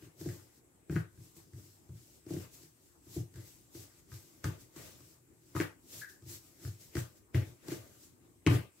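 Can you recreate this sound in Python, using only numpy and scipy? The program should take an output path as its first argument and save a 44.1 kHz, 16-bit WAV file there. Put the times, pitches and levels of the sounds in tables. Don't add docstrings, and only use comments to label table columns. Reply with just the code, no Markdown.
import sys
import numpy as np
from scipy import signal
from scipy.fft import rfft, irfft
from scipy.io import wavfile
from scipy.ndimage import uniform_filter1d

SR = 44100
rng = np.random.default_rng(int(sys.argv[2]) if len(sys.argv) > 2 else 0)


def store_wav(level_fs):
    pcm = np.round(np.clip(np.atleast_2d(level_fs), -1, 1) * 32767)
    wavfile.write(sys.argv[1], SR, pcm.T.astype(np.int16))


N = 388080

# (time [s],
# slap [dB], deep ring [dB], middle ring [dB], knock ring [dB], treble crack [dB], slap pitch [Hz])
BLOWS = [(0.023, -52, -57.5, -67, -60.5, -67, 1800), (0.071, -69, -73, -67, -62.5, -74, 1940),
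         (0.2125, -63, -59, -50, -47.5, -49.5, 1540), (0.2594, -49, -40.5, -40.5, -39.5, -53, 1530),
         (0.2883, -39, -47, -44.5, -47, -52, 1750), (0.5753, -77, -71, -85, -69, -73, 1530),
         (0.896, -38.5, -39, -36.5, -42.5, -60, 1630), (0.9236, -43, -38, -40, -44, -65, 1580),
         (0.957, -34, -35, -30.5, -63, -52, 1680), (0.9622, -26, -44, -52, -38.5, -62, 1440),
         (1.175, -59, -51.5, -59, -67.5, -81, 1600), (1.205, -66, -68, -60, -66, -66, 2160),
         (1.365, -61, -80, -62, -67, -76, 1250), (1.5335, -56, -47, -56.5, -65, -64, 1560),
         (1.8915, -62, -46, -52.5, -63, -66, 1270), (1.9284, -88, -49.5, -57.5, -66, -82, 1550),
         (2.265, -56, -54.5, -74, -50.5, -61, 2020), (2.3064, -65, -56, -45.5, -40.5, -51.5, 1540),
         (2.336, -64, -64, -40.5, -43.5, -48, 1210), (2.364, -46, -58, -42, -44, -65, 1620),
         (2.631, -61, -85, -70, -61, -56, 2010), (3.067, -62, -60, -64, -62, -73, 1200),
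         (3.164, -74, -39, -41, -41, -64, 1570), (3.34, -57, -56, -61, -69, -59, 1800),
         (3.3577, -55, -46, -57, -64, -56, 1890), (3.749, -57, -58, -71, -53.5, -54, 1500),
         (4.117, -45.5, -46.5, -57.5, -68, -63, 1400), (4.442, -26, -33, -40, -43.5, -36.5, 1340),
         (4.7627, -64, -59, -59, -54, -52, 1870), (5.005, -56, -62, -76, -67.5, -59, 1240),
         (5.5502, -35, -37.5, -51, -42.5, -55, 1130), (5.563, -25.5, -56, -46, -41.5, -58, 1220),
         (5.6003, -21, -55, -44, -33.5, -44, 1780), (5.61, -24, -54, -61, -43, -43, 1400),
         (5.9394, -49, -61, -62, -78, -57, 2060), (6.223, -62, -54.5, -63, -63, -63, 1230),
         (6.2618, -70, -51.5, -64, -59.5, -67, 1860), (6.6488, -43.5, -38.5, -56, -72, -64, 1540),
         (6.6777, -53, -49, -54, -57, -53, 1550), (6.9527, -34.5, -38.5, -59, -40.5, -41, 1910),
         (6.967, -30, -35.5, -39, -42.5, -45, 1450), (7.3447, -26, -26, -39, -41, -54, 1950),
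         (7.6835, -53, -64, -49, -45, -43, 1600), (7.718, -44, -82, -47.5, -40, -49, 1600),
         (8.464, -14.5, -57, -27, -28.5, -37, 2300), (8.471, -22.5, -24.5, -47, -29.5, -36, 1170)]
# (time of full strength [s], swell [s], hold [s], fade [s], flour hiss [dB],
#  skin hiss over flour hiss [dB], press on the board [dB]); hold and fade are before stretching
STROKES = [(0.044, 0.12, .005, .12, -62.5, 3.5, -54.5), (0.205, 0.051, 0.16, 0.22, -55.5, -2, -47.5),
           (0.552, 0.17, .04, 0.047, -68, -18, -82), (0.912, 0.021, 0.075, 0.084, -57.5, 4.5, -53),
           (0.985, .012, .02, 0.085, -69.5, 18, -66), (1.242, 0.16, .005, .3, -61, -18, -64),
           (1.369, 0.034, .005, 0.17, -58.5, -12, -59), (1.58, .1, 0.025, 0.078, -63, -7, -53),
           (1.648, 0.17, 0.029, 0.35, -61.5, -17, -65), (1.975, 0.14, 0.22, 0.16, -64, -10, -65),
           (2.303, .055, .15, 0.12, -55.5, 2, -46.5), (2.541, 0.058, .005, 0.18, -56, -10, -62),
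           (2.626, 0.16, .02, 0.14, -60.5, -4.5, -63), (2.86, 0.29, 0.0045, 0.31, -67.5, -20, -88),
           (3.148, 0.11, 0.023, 0.12, -51, -9, -55), (3.17, .012, .04, .08, -62, 4, -40),
           (3.363, 0.05, .05, 0.12, -62.5, 1, -52.5), (3.476, .2, .005, 0.32, -57.5, -7, -67),
           (3.755, 0.051, .09, .11, -54, -6, -54.5), (3.99, 0.37, .005, 0.13, -64.5, -2, -71),
           (4.14, .07, .005, 0.25, -54, -5, -61), (4.254, 0.081, 0.14, 0.76, -67, -3, -66.5),
           (4.445, 0.013, 0.027, 0.13, -51.5, 8, -37), (4.541, 0.033, .01, 0.076, -72, 13, -53),
           (4.61, 0.049, 0.0054, 0.11, -57.5, -9, -62.5), (4.773, 0.049, 0.11, 0.22, -54.5, 2, -58),
           (5.045, 0.55, 0.098, .14, -63, -10, -65), (5.3, 0.17, 0.042, 0.18, -96, 5, -67.5),
           (5.507, 0.26, 0.067, 0.11, -66.5, -7, -64), (5.559, 0.015, 0.044, 0.1, -49.5, 8, -58),
           (5.608, .01, 0.019, 0.082, -54, 16.5, -58), (5.933, 0.091, 0.1, 0.085, -49, -11, -58.5),
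           (6.096, 0.032, 0.0046, 0.15, -56.5, -12, -65), (6.297, 0.057, 0.066, .09, -48.5, -11, -55.5),
           (6.458, 0.22, .005, 0.32, -61.5, -4, -68), (6.646, 0.088, 0.031, 0.18, -53, -5, -51.5),
           (6.813, 0.048, .005, 0.24, -55.5, -10, -64.5), (6.978, 0.049, 0.017, 0.12, -46, 3, -45),
           (7.174, 0.1, .005, 0.084, -65, -4, -76), (7.35, 0.012, 0.0041, 0.16, -53, 14, -34),
           (7.469, 0.054, 0.023, 0.15, -62.5, -15, -58), (7.718, 0.092, 0.0087, 0.17, -49, 6, -45),
           (7.87, 0.13, 0.089, 0.18, -65.5, -2, -65), (8.04, 0.14, .005, 0.14, -58, -10, -66),
           (8.244, 0.11, .02, 0.35, -76, 4, -63), (8.502, 0.03, 0.056, 0.1, -52, 17.5, -28),
           (8.786, 0.12, .005, 0.2, -67.5, 1.5, -69)]
# (frequency [Hz], correlation [-1 to 1])
RUB_SAME = [(500, 0.24), (1500, 0.18), (3000, 0.04), (7000, 0.017)]

DEEP, MIDDLE, KNOCK, TOP = (0, 149), (149, 212), (212, 770), (770, 3000)
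SPAN_DB = 20
FLOUR_LASTS, SKIN_LASTS, PRESS_LASTS = 0.85, 0.95, 0.6
FLOUR_REST_DB, SKIN_REST_DB, PRESS_REST_DB = -81.5, -73.5, -72.5
SLAP_S, SLAP_SHARP = 0.00351, 1.98
SQUEAK_SHARP = 8.5
QUIET_DB = -65.5
EDGE_HZ = 15800


def worktop():
    s, _, deep_db, middle_db, knock_db, *_ = np.transpose(BLOWS)
    press = stroking(np.transpose(STROKES)[-1], PRESS_LASTS, PRESS_REST_DB)
    board = np.zeros(N)
    # (modes, blow levels [dB], rise [s], share of the press [dB])
    families = (
        (DEEP, deep_db, 0.006, -4),
        (MIDDLE, middle_db, 0.004, -9),
        (KNOCK, knock_db, 0.0015, -5),
    )
    for modes, blow_db, rise_s, press_db in families:
        response = ring(modes, rise_s)
        force = np.zeros(N)
        force[(s * SR).astype(int)] = gain_of(blow_db)
        shaking = press * rng.standard_normal(N) / np.linalg.norm(response)
        force += gain_of(press_db) * shaking
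        board += signal.fftconvolve(force, response)[:N]
    return board


def ring(family, rise_s):
    # (frequency [Hz], relative level [dB], t60 [s], sign of the first swing)
    modes = [(82.9, -7, 0.26, 1), (97.6, 6.5, .22, 1), (111.4, -5, 0.18, -1), (119.1, 8.5, 0.18, 1),
             (135, -34, 0.12, -1), (159.4, -8.5, 0.15, 1), (177.4, -16.5, 0.15, 1), (212, -4.5, 0.028, 1),
             (240, -4, 0.074, 1), (270, -3, 0.019, 1), (300, 0.5, 0.14, 1), (313.4, 7.5, 0.077, 1),
             (333.6, 7.5, 0.14, 1), (427.7, -11.5, 0.13, -1), (506, -14.5, 0.11, 1), (534.5, -32, 0.19, -1),
             (609, -11.5, 0.084, 1), (657, -26.5, 0.25, -1), (741, -12.5, 0.065, 1), (846, 7.5, 0.072, -1),
             (1165, 13.5, 0.022, 1), (1201, 4.5, 0.13, -1), (1599, 2.5, 0.06, 1), (1840, -5, 0.07, -1),
             (2176, 2.5, 0.042, 1), (2480, -23, 0.23, -1), (2940, -13, 0.14, 1)]
    t = np.arange(SR // 2) / SR
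    response = np.zeros(len(t))
    for hz, db, t60, sign in modes:
        if family[0] < hz <= family[1]:
            decay = gain_of(db - 60 * t / t60)
            response += np.sign(sign) * decay * np.sin(2 * np.pi * hz * t)
    response *= (1 - np.exp(-t / rise_s)) ** 2
    return response / np.sqrt(np.mean(response[:SR // 25] ** 2))


def hollow(x):
    response = ring(TOP, 0.0015)
    return signal.fftconvolve(x, response[None] / np.linalg.norm(response), axes=1)[:, :N]


def slaps():
    smacks = np.zeros(N)
    noises = rng.standard_normal((len(BLOWS), 2000))
    for (s, db, *_, hz), noise in zip(BLOWS, noises):
        add(smacks, s, puff(db, hz, SLAP_S, SLAP_SHARP, noise, pop=1.6))
    return smacks + gain_of(-23) * hollow(smacks[None])[0]


def squeaks():
    # (time [s], peak before the mix [dB], pitch [Hz], decay time [s])
    openings = [(3.341, -61, 1580, 0.025), (3.378, -63, 2050, 0.078), (6.011, -36.5, 1670, 0.012),
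                (6.026, -43, 1615, 0.016), (6.043, -46, 1780, 0.0095), (6.08, -56, 1640, 0.046)]
    squeaking = np.zeros(N)
    noises = rng.standard_normal((len(openings), 4000))
    for (s, db, hz, decay_s), noise in zip(openings, noises):
        add(squeaking, s, puff(db, hz, decay_s, SQUEAK_SHARP, noise, pop=0))
    return squeaking


def puff(db, hz, decay_s, sharp, noise, pop):
    u = np.arange(len(noise)) / SR / max(decay_s, 0.0005)
    sound = noise * np.exp(-u) * (1 - np.exp(-u / 0.37))
    sound[int(decay_s * SR / 2)] += pop * np.linalg.norm(sound)
    for _ in range(2):
        sound = signal.lfilter(*signal.iirpeak(hz, max(sharp, 0.5), SR), sound)
    return gain_of(db) * sound / abs(sound).max()


def add(mix, s, sound):
    part = mix[int(s * SR):][:len(sound)]
    part += sound[:len(part)]


def cracks():
    # (frequency [Hz], relative level per Hz [dB])
    spray = [(1500, -3), (3000, -9.5), (5000, 1), (8000, -1), (9500, -9), (13000, -20.5), (16000, -6)]
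    level = np.zeros(N)
    t = np.arange(8000) / SR
    fall = np.exp(-t / 0.0036) + 0.13 * np.exp(-t / 0.053)
    for s, *_, crack_db, _ in BLOWS:
        add(level, s, gain_of(crack_db) * fall)
    return level * hiss(spray, RUB_SAME, patchy_db=1.0, size=256)


def rubbing():
    # (frequency [Hz], relative level per Hz [dB])
    flour_colour = [(1470, -15), (2500, -8), (3110, -6.5), (3630, -5.5), (5230, -0.5), (6810, 0.5),
                    (7890, 1), (9360, -7), (13800, -2.5), (16000, -6)]
    # (frequency [Hz], relative level per Hz [dB])
    skin_colour = [(500, 10.5), (800, -4.5), (1500, 0), (2200, 0), (3500, -4.5), (6000, -13)]
    *_, flour_db, fuller_db, _ = np.transpose(STROKES)
    flour = stroking(flour_db, FLOUR_LASTS, FLOUR_REST_DB)
    flour = flour * hiss(flour_colour, RUB_SAME, patchy_db=1.1, size=256)
    skin = stroking(flour_db + fuller_db, SKIN_LASTS, SKIN_REST_DB)
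    skin = skin * hiss(skin_colour, RUB_SAME, patchy_db=2.5, size=256)
    return flour + gain_of(-3.5) * skin + gain_of(-20.5) * hollow(skin)


def stroking(peak_db, lasts, rest_db):
    t = np.arange(0, N / SR + 0.002, 0.001)
    s, swell, hold, fade = np.transpose(STROKES)[:4, :, None]
    before = (s - t) / np.maximum(swell, 0.005)
    after = (t - s - lasts * abs(hold)) / np.maximum(lasts * fade, 0.01)
    away = np.maximum(np.maximum(before, after), 0)
    level = gain_of(peak_db[:, None] - SPAN_DB * away)
    total = np.sqrt((level ** 2).sum(axis=0) + gain_of(rest_db) ** 2)
    return np.interp(np.arange(N) / SR, t, total)


def kitchen(x):
    # (frequency [Hz], t60 [s])
    decay = [(300, 0.21), (1000, 0.27), (2500, 0.23), (6000, 0.37), (12000, 0.21)]
    taps = np.zeros((2, SR // 2))
    count = (SR // 2 - 201) // 20
    at = np.arange(200, SR // 2 - 20, 20) + rng.integers(0, 20, (2, count))
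    np.put_along_axis(taps, at, rng.choice([-1., 1.], at.shape), 1)
    hz, t, bands = signal.stft(taps, SR, nperseg=256)
    bands = bands * gain_of(-60 * t / read(decay, hz)[:, None])
    tail = signal.istft(bands, SR, nperseg=256)[1]
    return signal.fftconvolve(x[None], tail / np.linalg.norm(tail[0]), axes=1)[:, :N]


def quiet_room():
    # (frequency [Hz], relative level per Hz [dB])
    colour = [(18, -44), (30, 9.5), (90, -6.5), (134, -11), (215, -9.5), (311, -4), (449, -11.5),
              (512, -19.5), (913, -19), (4530, -38.5), (8080, -17.5), (9460, -27.5), (11100, -28),
              (13300, -30), (16000, -30.5)]
    # (frequency [Hz], correlation [-1 to 1])
    likeness = [(60, 0.51), (240, 0.65), (950, -0.095), (3770, -0.43), (15000, 0.21)]
    return gain_of(QUIET_DB) * hiss(colour, likeness, patchy_db=3.0, size=1024)


def hiss(colour, likeness, patchy_db, size):
    hop, hz = size // 4, np.fft.rfftfreq(size, 1 / SR)
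    a, b, c, d, patches = rng.standard_normal((N // hop + 5, len(hz), 5)).T
    patches = uniform_filter1d(patches, size=len(hz) // 30, axis=0)
    patches = evened(uniform_filter1d(patches, size=2560 // hop, axis=1))
    same = np.clip(read(likeness, hz), -1, 1)[:, None]
    left = a + 1j * b
    right = same * left + np.sqrt(1 - same ** 2) * (c + 1j * d)
    bands = np.array([left, right]) * gain_of(read(colour, hz)[:, None] + patchy_db * patches)
    return evened(signal.istft(bands, nperseg=size, noverlap=size - hop)[1][:, :N])


def evened(x):
    return x / np.sqrt(np.mean(x ** 2) + 1e-20)


def read(points, hz):
    f, value = np.transpose(points)
    return np.interp(np.log(hz + 1), np.log(f + 1), value)


def gain_of(db):
    return 10 ** (np.asarray(db) / 20)


def scene():
    board = worktop()
    air = slaps() + squeaks()
    upper = signal.sosfilt(signal.butter(2, 450, "high", fs=SR, output="sos"), board)
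    echo = gain_of(-4) * kitchen(air) + gain_of(-31) * kitchen(board) + kitchen(upper)
    return board + gain_of(-4) * air + echo + cracks() + rubbing() + quiet_room()


def record(dry):
    # (frequency [Hz], left minus right [dB])
    balance = [(100, 1.8), (400, 1.9), (700, 4.7), (1290, 5.5), (2380, 4.5), (4400, 2.5), (8120, -0.5),
               (11000, 10.5), (15000, 2)]
    cut = signal.sosfilt(signal.butter(3, 68, "high", fs=SR, output="sos"), dry)
    lean = gain_of(read(balance, np.fft.rfftfreq(N, 1 / SR)) / 2)
    leaned = irfft(rfft(cut) * [lean, 1 / lean], N)
    band_limit = signal.firwin(511, EDGE_HZ, window=("kaiser", 9), fs=SR)
    return signal.oaconvolve(leaned, band_limit[None], "same")


dry = scene()
out = record(dry)
store_wav(out)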